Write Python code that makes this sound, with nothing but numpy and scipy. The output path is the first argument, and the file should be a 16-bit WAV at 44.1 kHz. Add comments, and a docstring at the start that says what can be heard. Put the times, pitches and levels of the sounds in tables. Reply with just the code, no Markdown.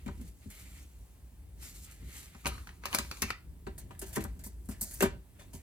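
"""Knocks on a cardboard box and a whisper of satin come first, over low rumble and hiss: hands turn a
sleep mask over, lay it on a plastic bag that snaps and crinkles, then pick up a small pack and drop it.
Satin, film and card are shaped noise under level curves; blows ring decaying panel and table modes;
each crease is a few cycles of sine per band. A small room answers; the sound is close and band-limited."""
import sys
import numpy as np
from scipy import signal
from scipy.fft import rfft, irfft, next_fast_len
from scipy.io import wavfile
from scipy.ndimage import uniform_filter1d, map_coordinates

SR = 44100
rng = np.random.default_rng(int(sys.argv[2]) if len(sys.argv) > 2 else 0)


def master_out(mix):
    """Clip the mix to full scale and print it as 16-bit PCM to the path in sys.argv[1]."""
    frames = np.transpose(np.atleast_2d(mix))
    ceiling = np.clip(frames, -1, 1)
    pcm = np.round(ceiling * 32767).astype(np.int16)
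    wavfile.write(sys.argv[1], SR, pcm)


N = 247821
T = np.arange(N) / SR


def amp(db):
    """Gain of a level in dB."""
    return 10 ** (np.asarray(db) / 20)


def unit(x):
    """x scaled to rms 1."""
    return x / np.sqrt(np.mean(x ** 2) + 1e-20)


def along(points, hz):
    """Interpolate (hz, value) points on a log frequency axis."""
    point_hz, value = np.transpose(points)
    return np.interp(np.log(hz + 1), np.log(point_hz + 1), value)


def filtered(x, response):
    """Multiply the spectrum of x by a response of frequency."""
    size = next_fast_len(N + SR // 4)
    hz = np.fft.rfftfreq(size, 1 / SR)
    return irfft(rfft(x, size) * response(hz), size)[..., :N]


def wobble(rate_hz):
    """Smooth random curve through rate_hz knots a second."""
    knots = rng.standard_normal(int(N * rate_hz / SR) + 4)
    return map_coordinates(knots, [T * rate_hz])


def rush(spectrum, grain_db, grain_rate_hz, streak_db):
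    """Two unrelated coloured noises, rms 1: grains flutter them, brief narrow resonances streak them."""
    grains = rng.standard_normal((2, N)) * amp(grain_db * wobble(grain_rate_hz))
    z = signal.stft(grains, nperseg=256)[2]
    streaks = uniform_filter1d(rng.standard_normal(z.shape[1:]), size=2, axis=0)
    streaks = uniform_filter1d(streaks, size=16, axis=1)
    noise = signal.istft(z * amp(streak_db * unit(streaks)), nperseg=256)[1][:, :N]
    return unit(filtered(noise, lambda hz: amp(along(spectrum, hz))))


def stroke(rows):
    """Level curve and second curve of a rubbing contact, -200 dB outside its rows."""
    s, db, other_db = np.transpose(rows)
    return (np.interp(T, s, db, left=-200, right=-200),
            np.interp(T, s, other_db, left=-200, right=-200))


def bands(mid_db, presence):
    """Top, presence and mid dB re top: the duller the contact, the more presence."""
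    offset_db, db_per_mid_db = presence
    return np.array([0, offset_db + db_per_mid_db * mid_db, mid_db])


SAG_DB = 5  # a contact eases off by this much while it holds


def bursts(rows, presence, slower):
    """Top, presence and mid envelopes of brief contacts; the lower bands die slower.

    Rows: start_s, top_db, mid_re_top_db, rise_s, hold_s, t60_s (top band)."""
    power, t = np.zeros((3, N + SR)), np.arange(SR // 3) / SR
    stretch = np.array([[1], [np.sqrt(slower)], [slower]])
    for s, db, mid_db, rise_s, hold_s, t60_s in rows:
        held = np.clip((t - rise_s) / hold_s, 0, 1)
        fade = np.maximum(t - rise_s - hold_s, 0) / (t60_s * stretch)
        level = amp(db + bands(mid_db, presence)[:, None] - SAG_DB * held - 60 * fade)
        attack = np.minimum(t / rise_s, 1) ** 2
        power[:, round(s * SR):][:, :len(t)] += (attack * level) ** 2
    return np.sqrt(power[:, :N])


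# level of the low rumble: start_s, level_db
RUMBLE_LEVEL = [(0.0, -52), (0.08, -42.5), (0.27, -46), (0.4, -51.5), (0.8, -49), (1.0, -55), (1.33, -51.5),
                (1.88, -50), (2.08, -47), (2.43, -54.5), (2.49, -42), (2.75, -52), (2.97, -46.5),
                (3.58, -50.5), (4.01, -45.5), (4.12, -49.5), (4.18, -41), (4.41, -48.5), (4.96, -48),
                (5.08, -41.5), (5.24, -51), (5.62, -50)]
# rumble spectrum: freq_hz, density_db
RUMBLE_SPECTRUM = [(12, -49.5), (20, -55), (36, -11), (59, -1), (103, -16.5), (119, -15), (145, -20.5),
                   (178, -18), (216, -27.5), (266, -25), (323, -29.5), (358, -30.5), (700, -49.5),
                   (910, -66), (1540, -120)]
# hiss spectrum: freq_hz, density_db
HISS_SPECTRUM = [(240, -23), (400, -9.5), (467, -13.5), (708, -13), (801, -12.5), (1440, -21),
                 (1680, -19.5), (3160, -23.5), (6050, -26.5), (8760, -20), (16000, -23.5)]
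HISS_DB = -70


def air():
    """Low noise in lumps for the rumble, near-steady noise for the hiss of the quiet room."""
    rumble_db = np.interp(T, *np.transpose(RUMBLE_LEVEL))
    rumble = amp(rumble_db) * rush(RUMBLE_SPECTRUM, grain_db=2.0, grain_rate_hz=12, streak_db=0.22)
    hiss = amp(HISS_DB) * rush(HISS_SPECTRUM, grain_db=0.15, grain_rate_hz=8, streak_db=0.8)
    return rumble + hiss


# decay of the room: freq_hz, t60_s
ROOM_DECAY = [(150, 0.54), (1000, 0.24), (4000, 0.28), (12000, 0.1)]


def room(x):
    """Each frequency of the room's answer dies at its own speed; the bass returns weakly."""
    hz, t, z = signal.stft(rng.standard_normal((2, SR // 2)), SR, nperseg=256)
    thin = (hz / np.hypot(hz, 600))[:, None] ** 2
    decay = amp(-60 * t / along(ROOM_DECAY, hz)[:, None])
    tail = signal.istft(thin * z * decay, SR, nperseg=256)[1]
    delayed = np.pad(x, ((0, 0), (200, 0)))  # samples
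    return signal.fftconvolve(delayed, tail / np.linalg.norm(tail[0]), axes=1)[:, :N]


def ring(modes, colour_db, swell_s):
    """Decaying modes, new strengths and phases for each blow and path, swelling over the blow."""
    hz, db, t60_s = np.transpose(modes)[:, :, None, None]
    t = np.arange(round(t60_s.max() * SR)) / SR
    luck = rng.standard_normal((len(modes), 2, 2))
    strength = amp(2.2 * luck[..., :1])
    waves = strength * np.sin(2 * np.pi * (hz * t + 0.15 * luck[..., 1:]))
    fade = amp(db + colour_db(hz) - 60 * t / t60_s)
    return (fade * waves).sum(0) * (1 - np.exp(-t / swell_s))


# blows on the box: start_s, floor_panel_db, walls_re_floor_db, upper_modes_re_floor_db
BLOWS = [(0.063, -31, -19.5, -15), (0.084, -35, -11, -6), (0.196, -41, -43, -19), (0.214, -43.5, -35, -22),
         (0.46, -40, -18, -29), (0.491, -52, -9, -25), (1.317, -57.5, -22, -17), (2.024, -50.5, -15, -12),
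         (2.349, -50, -13.5, -1), (2.455, -37, -12, 4.5), (2.462, -30.5, -12, 0.5), (2.854, -52, 0.5, 14),
         (2.942, -33.5, -11, 6.5), (2.984, -37, -5, 0.5), (3.224, -30.5, -10.5, -11),
         (3.301, -51.5, -10, -14), (3.668, -37.5, -1.5, -2.5), (3.906, -55, 2.5, 10),
         (4.022, -46.5, 5.5, -2), (4.168, -30.5, 0, -1), (4.177, -27, -8, -11), (4.247, -36.5, -13, -1.5),
         (4.463, -47.5, -6.5, -5.5), (4.689, -33.5, -13, -10.5), (4.813, -40, -9.5, -11),
         (5.008, -44, 14, -9), (5.023, -26, 2.5, 5), (5.034, -23, -12, -4.5), (5.055, -32.5, -3.5, 0.5),
         (5.408, -58, -5, 4), (5.542, -41.5, -11, -27)]
# cardboard panel modes: freq_hz, level_db, t60_s
PANEL_MODES = [(139.6, -4.5, 0.1), (206, -0.5, 0.12), (244.7, -1, 0.095), (325.6, -8.5, 0.2),
               (383, 3.5, 0.11), (429, -7.5, 0.12), (578, -11, 0.12), (655, -14.5, 0.1), (777, -9.5, 0.086),
               (964, -3.5, 0.058), (1036, -8, 0.068), (1190, -8, 0.052), (1223, -11.5, 0.067),
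               (1360, -6, 0.038), (1528, -8.5, 0.072), (1733, -14.5, 0.07), (1950, -16, .07),
               (2370, -16, 0.039)]
# table top modes: freq_hz, level_db, t60_s
TABLE_MODES = [(60.74, -7.5, 0.74), (84, 1, 0.23)]
BLOW_S = 0.0025  # swell time constant on the panels
THUD_DB, THUD_DB_PER_DB = -43, 0.51  # table thud for a -40 dB blow; growth per dB of blow


def box():
    """Each blow rings the cardboard panels, some more than others, and thuds into the table."""
    out = np.zeros((2, N + SR))
    for s, db, wall_db, upper_db in BLOWS:
        thud_db = THUD_DB + THUD_DB_PER_DB * (db + 40)
        colour = [(250, db), (330, db + wall_db), (450, db + wall_db), (580, db + upper_db)]  # hz, db
        panels = ring(PANEL_MODES, lambda hz: along(colour, hz), BLOW_S)
        thud = ring(TABLE_MODES, lambda hz: thud_db, 2 * BLOW_S)
        for sound in (panels, thud):
            out[:, round(s * SR):][:, :sound.shape[1]] += sound
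    return out[:, :N]


# pack and fingers dragging on card: start_s, treble_db, mid_re_treble_db
CARD_DRAG = [(3.7, -83, -8), (4.154, -71.5, 10), (4.506, -79, -12), (4.762, -74.5, -2.5),
             (4.87, -53.5, -8.5), (4.922, -54, -15), (5.066, -55, -5), (5.11, -99, -12), (5.388, -77, 3),
             (5.62, -75, -20)]
# scuffs of nail and pack on card: start_s, top_db, mid_re_top_db, rise_s, hold_s
CARD_SCUFFS = [(0.06, -58.5, 6, .002, 0.0062), (0.077, -63, 14, 0.0017, 0.0056),
               (.212, -55.5, -7, 0.0016, 0.005), (0.5, -52.5, -13, .0025, .014),
               (3.665, -64.5, 14, 0.0029, 0.0085), (3.779, -47.5, -12.5, .0006, 0.019),
               (3.908, -63, 8.5, 0.00067, 0.0034), (3.948, -79, 17, 0.0014, 0.0027),
               (3.991, -39.5, -26, 0.0023, 0.0045), (4.013, -46, -5, 0.004, 0.017),
               (4.051, -54, -9, 0.014, 0.045), (4.124, -47.5, -8, 0.0071, 0.017),
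               (4.138, -38, -5.5, 0.026, .004), (4.164, -52.5, 10.5, .002, 0.0065),
               (4.203, -50.5, 1.5, 0.004, 0.014), (4.239, -41.5, -12, 0.00081, 0.0033),
               (4.391, -60.5, -4, .0018, 0.023), (4.436, -46.5, -17, 0.0023, 0.034),
               (4.636, -61.5, -24, 0.024, 0.0097), (4.688, -47.5, -13.5, .0008, 0.013),
               (4.702, -52, -2, 0.012, 0.016), (4.809, -32.5, -23.5, 0.0022, 0.024),
               (4.9, -51, -6.5, 0.012, 0.0098), (4.934, -42, -32, .004, 0.014),
               (5.006, -33.5, 4.5, 0.00056, 0.0037), (5.02, -28.5, -11, .004, 0.0065),
               (5.028, -38.5, 5.5, 0.0016, 0.0064), (5.384, -63.5, 4.5, 0.014, 0.029),
               (5.528, -54.5, -4, 0.0079, 0.032)]
# card spectra, top, presence and mid: freq_hz, density_db
CARD_TOP_SPECTRUM = [(4710, -43), (8000, -4.5), (9800, -0.5), (10700, -2), (15000, -4.5), (16100, -20),
                     (16300, -61)]
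CARD_PRESENCE_SPECTRUM = [(2060, -67), (3500, -18), (4440, -7), (5370, -6.5), (6970, -1.5), (8000, -2),
                          (10400, -18), (17600, -120)]
CARD_MID_SPECTRUM = [(350, -36), (600, -1.5), (824, -12), (991, -7.5), (1120, -18), (1750, -8),
                     (3500, -17.5), (4550, -18), (7700, -120)]
# presence band of a scuff: re_top_db, db_per_mid_db
SCUFF_BAND = (-2, 0.35)
SCUFF_T60_S, SCUFF_T60_PER_HOLD = 0.032, 1.64  # briefest fade; s of fade added per s of hold


def pack():
    """Nails and the pack's edge hiss over the card floor, in short scuffs and a faint drag."""
    db, mid_db = stroke(CARD_DRAG)
    drag = amp([db, db - 4.5, db + mid_db])
    scuff_rows = [(*row, SCUFF_T60_S + SCUFF_T60_PER_HOLD * row[-1]) for row in CARD_SCUFFS]
    scuffs = bursts(scuff_rows, SCUFF_BAND, slower=3.4)
    top, presence, mid = np.hypot(scuffs, drag)
    card = top * rush(CARD_TOP_SPECTRUM, grain_db=1.8, grain_rate_hz=300, streak_db=2.2)
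    card += presence * rush(CARD_PRESENCE_SPECTRUM, grain_db=1.8, grain_rate_hz=300, streak_db=2.2)
    card += mid * rush(CARD_MID_SPECTRUM, grain_db=1.5, grain_rate_hz=180, streak_db=3.0)
    return card


# fingers sliding on satin: start_s, treble_db, mid_re_treble_db
SATIN_STROKES = [(0.0, -72, -1.5), (0.13, -73.5, -5), (0.29, -64, -5), (0.33, -78, -21), (0.44, -68.5, -1),
                 (0.49, -71, -6), (0.51, -62, 0), (0.61, -57, -7.5), (0.65, -63.5, -2), (0.83, -63.5, -6),
                 (0.87, -72.5, -7), (1.12, -76, -7), (1.54, -87.5, -2), (1.63, -51, -8.5),
                 (1.70, -53.5, -11.5), (1.73, -61.5, -13), (1.76, -55.5, -11.5), (1.81, -61.5, -14),
                 (1.85, -55, -11.5), (1.89, -66.5, 2.5), (1.92, -59, -5), (1.96, -69, -4), (2.04, -69, 0.5),
                 (2.17, -50.5, -6.5), (2.26, -59, -5.5), (2.32, -69.5, 2.5), (2.44, -67, -1)]
# satin spectra, treble and mid: freq_hz, density_db
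SATIN_TREBLE_SPECTRUM = [(2060, -15), (3500, -7.5), (4210, -4.5), (5670, -4), (7510, 1.5), (9200, -1),
                         (11000, -1), (15200, -4.5), (16000, -41)]
SATIN_MID_SPECTRUM = [(530, -10), (900, -11.5), (1060, -12), (1290, -6.5), (1650, -6.5), (2050, -0.5),
                      (3390, -9), (4500, -8.5), (5850, -26), (9900, -120)]


def mask():
    """Satin whispers smoothly under the fingertips: two noise bands follow the sliding."""
    db, mid_db = stroke(SATIN_STROKES)
    treble = rush(SATIN_TREBLE_SPECTRUM, grain_db=1.5, grain_rate_hz=270, streak_db=2.0)
    mid = rush(SATIN_MID_SPECTRUM, grain_db=1.5, grain_rate_hz=40, streak_db=1.8)
    return amp(db) * treble + amp(db + mid_db) * mid


# creases of the bag flipping: start_s, top_db, mid_re_top_db
CREASES = [(2.3474, -56, 7.5), (2.447, -55, 15), (2.4567, -34, 10.5), (2.4666, -26.5, -1),
           (2.4735, -23.5, -18), (2.579, -59.5, 18), (2.671, -50, 12), (2.6902, -57.5, 15),
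           (2.8364, -58.5, 22.5), (2.855, -28.5, 3), (2.8847, -47, -8), (2.928, -35.5, 7.5),
           (2.939, -29.5, -5), (2.9468, -16, -6.5), (2.9854, -19.5, -5.5), (3.1122, -36.5, 6.5),
           (3.17, -48, 4), (3.2196, -16.5, -13), (3.2256, -28.5, 7), (3.3033, -34.5, 11)]
# a crease flicking over, top, presence and mid band: freq_hz, t60_s
CREASE_FLICK = [(11000, .0025), (5200, .004), (2000, .009)]
# presence band of a crease: re_top_db, db_per_mid_db
CREASE_BAND = (-3, 0.49)
CRACK_DB, ECHO_DB = -0.5, -14  # re crease level: its crack, the strongest neighbour


def cracks(count):
    """A crease flips in a few cycles per band, at a new pitch each time; weaker neighbours follow."""
    out, t = np.zeros((2, N)), np.arange(SR // 60) / SR
    hz, t60_s = np.transpose(CREASE_FLICK)[:, :, None, None]
    for s, db, mid_db in CREASES:
        band_db = db + bands(mid_db, CREASE_BAND)[:, None, None]
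        for k in range(count):
            wait, weak = rng.random(2)
            late_s, own_db = 0.003 + 0.02 * wait ** 2, ECHO_DB - 8 * weak - 6 * wait
            if k == 0:  # the crease itself
                late_s, own_db = 0.0012, CRACK_DB
            pitch_hz = hz * np.exp(0.22 * rng.standard_normal((3, 2, 1)))
            flick = amp(band_db + own_db - 60 * t / t60_s) * np.sin(2 * np.pi * pitch_hz * t)
            out[:, round((s + late_s) * SR):][:, :len(t)] += flick.sum(0)
    return out


# the bag settling under the mask: start_s, treble_db, mid_db
BAG_CRINKLE = [(2.44, -63, -65), (2.534, -60, -54.5), (2.664, -69, -70), (2.81, -78, -81),
               (2.853, -64, -52), (2.9, -61, -60.5), (2.93, -52.5, -45.5), (3.094, -61, -69),
               (3.174, -59.5, -65), (3.306, -58, -51), (3.356, -98, -90)]
# film spectra, top, presence and mid: freq_hz, density_db
FILM_TOP_SPECTRUM = [(4710, -11.5), (8000, -4.5), (10700, -4), (15200, -9.5), (16100, -23), (16600, -60)]
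FILM_PRESENCE_SPECTRUM = [(2060, -38), (3500, 0), (4160, 5.5), (5530, -0.5), (6260, 3.5), (7010, -3),
                          (8000, -20), (10400, -36), (17600, -120)]
FILM_MID_SPECTRUM = [(290, -7), (500, -7), (584, -16), (715, -11), (1020, -0.5), (1260, -2), (1510, -10),
                     (2530, -7.5), (3500, -21), (4550, -13.5), (7700, -120)]
FIZZ_DB, TAIL_DB, TAIL_T60_S = -10.5, -11.5, 0.046  # re crease level: fizz around it, trailing rustle


def bag():
    """Creases crack within a short rustle that trails away, over tiny crinkles."""
    fizz_rows = [(s, db + FIZZ_DB, mid_db, 0.001, 0.0005, 0.018) for s, db, mid_db in CREASES]
    tail_rows = [(s - 0.003, db + TAIL_DB, mid_db, 0.006, 0.002, TAIL_T60_S) for s, db, mid_db in CREASES]
    fizz = bursts(fizz_rows, CREASE_BAND, slower=5.6)
    tails = bursts(tail_rows, CREASE_BAND, slower=1.3)
    db, mid_db = stroke(BAG_CRINKLE)
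    crinkle = amp([db, db - 6.5, mid_db])
    top, presence, mid = np.sqrt(fizz ** 2 + tails ** 2 + crinkle ** 2)
    film = cracks(count=5)
    film += top * rush(FILM_TOP_SPECTRUM, grain_db=1.5, grain_rate_hz=640, streak_db=3.0)
    film += presence * rush(FILM_PRESENCE_SPECTRUM, grain_db=0.5, grain_rate_hz=580, streak_db=2.0)
    film += mid * rush(FILM_MID_SPECTRUM, grain_db=2.0, grain_rate_hz=380, streak_db=4.0)
    film[1] += 0.11 * film[0]  # the bag lies to the left
    return film


# side weighting: freq_hz, side_re_mid_db
SIDE_WEIGHT = [(60, -15.5), (92, -13), (140, -8.5), (210, -9.5), (330, -9.5), (500, -1.5), (770, 0.5),
               (1170, -1), (1790, -2), (2740, 1.5), (4190, -1.5), (6410, 1), (9800, -4), (12000, -27.5),
               (15500, -39)]
ROOM_DB = -10.5
LAG_S, LAG_SHARE = 0.00023, 0.5  # the left port hears part of the sound later


def scene():
    """Two unrelated paths of the same events become mid and side, the side weighted by frequency."""
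    near = box() + pack() + mask() + bag()
    mid, loose = near + amp(ROOM_DB) * room(near) + air()
    late = filtered(mid, lambda hz: -1j * np.sin(np.pi * np.minimum(hz * LAG_S, 0.5)))
    side = np.sqrt(1 - LAG_SHARE ** 2) * loose + LAG_SHARE * late
    side = filtered(side, lambda hz: amp(along(SIDE_WEIGHT, hz)))
    return np.array([mid + side, mid - side])


BASS_HZ, TOP_HZ = 42, 16800


def record(dry):
    """The deepest bass is rolled off; the sound is band-limited at TOP_HZ."""
    return filtered(dry, lambda hz: (hz < TOP_HZ) * hz ** 4 / np.hypot(hz ** 4, BASS_HZ ** 4))


dry = scene()
out = record(dry)
master_out(out)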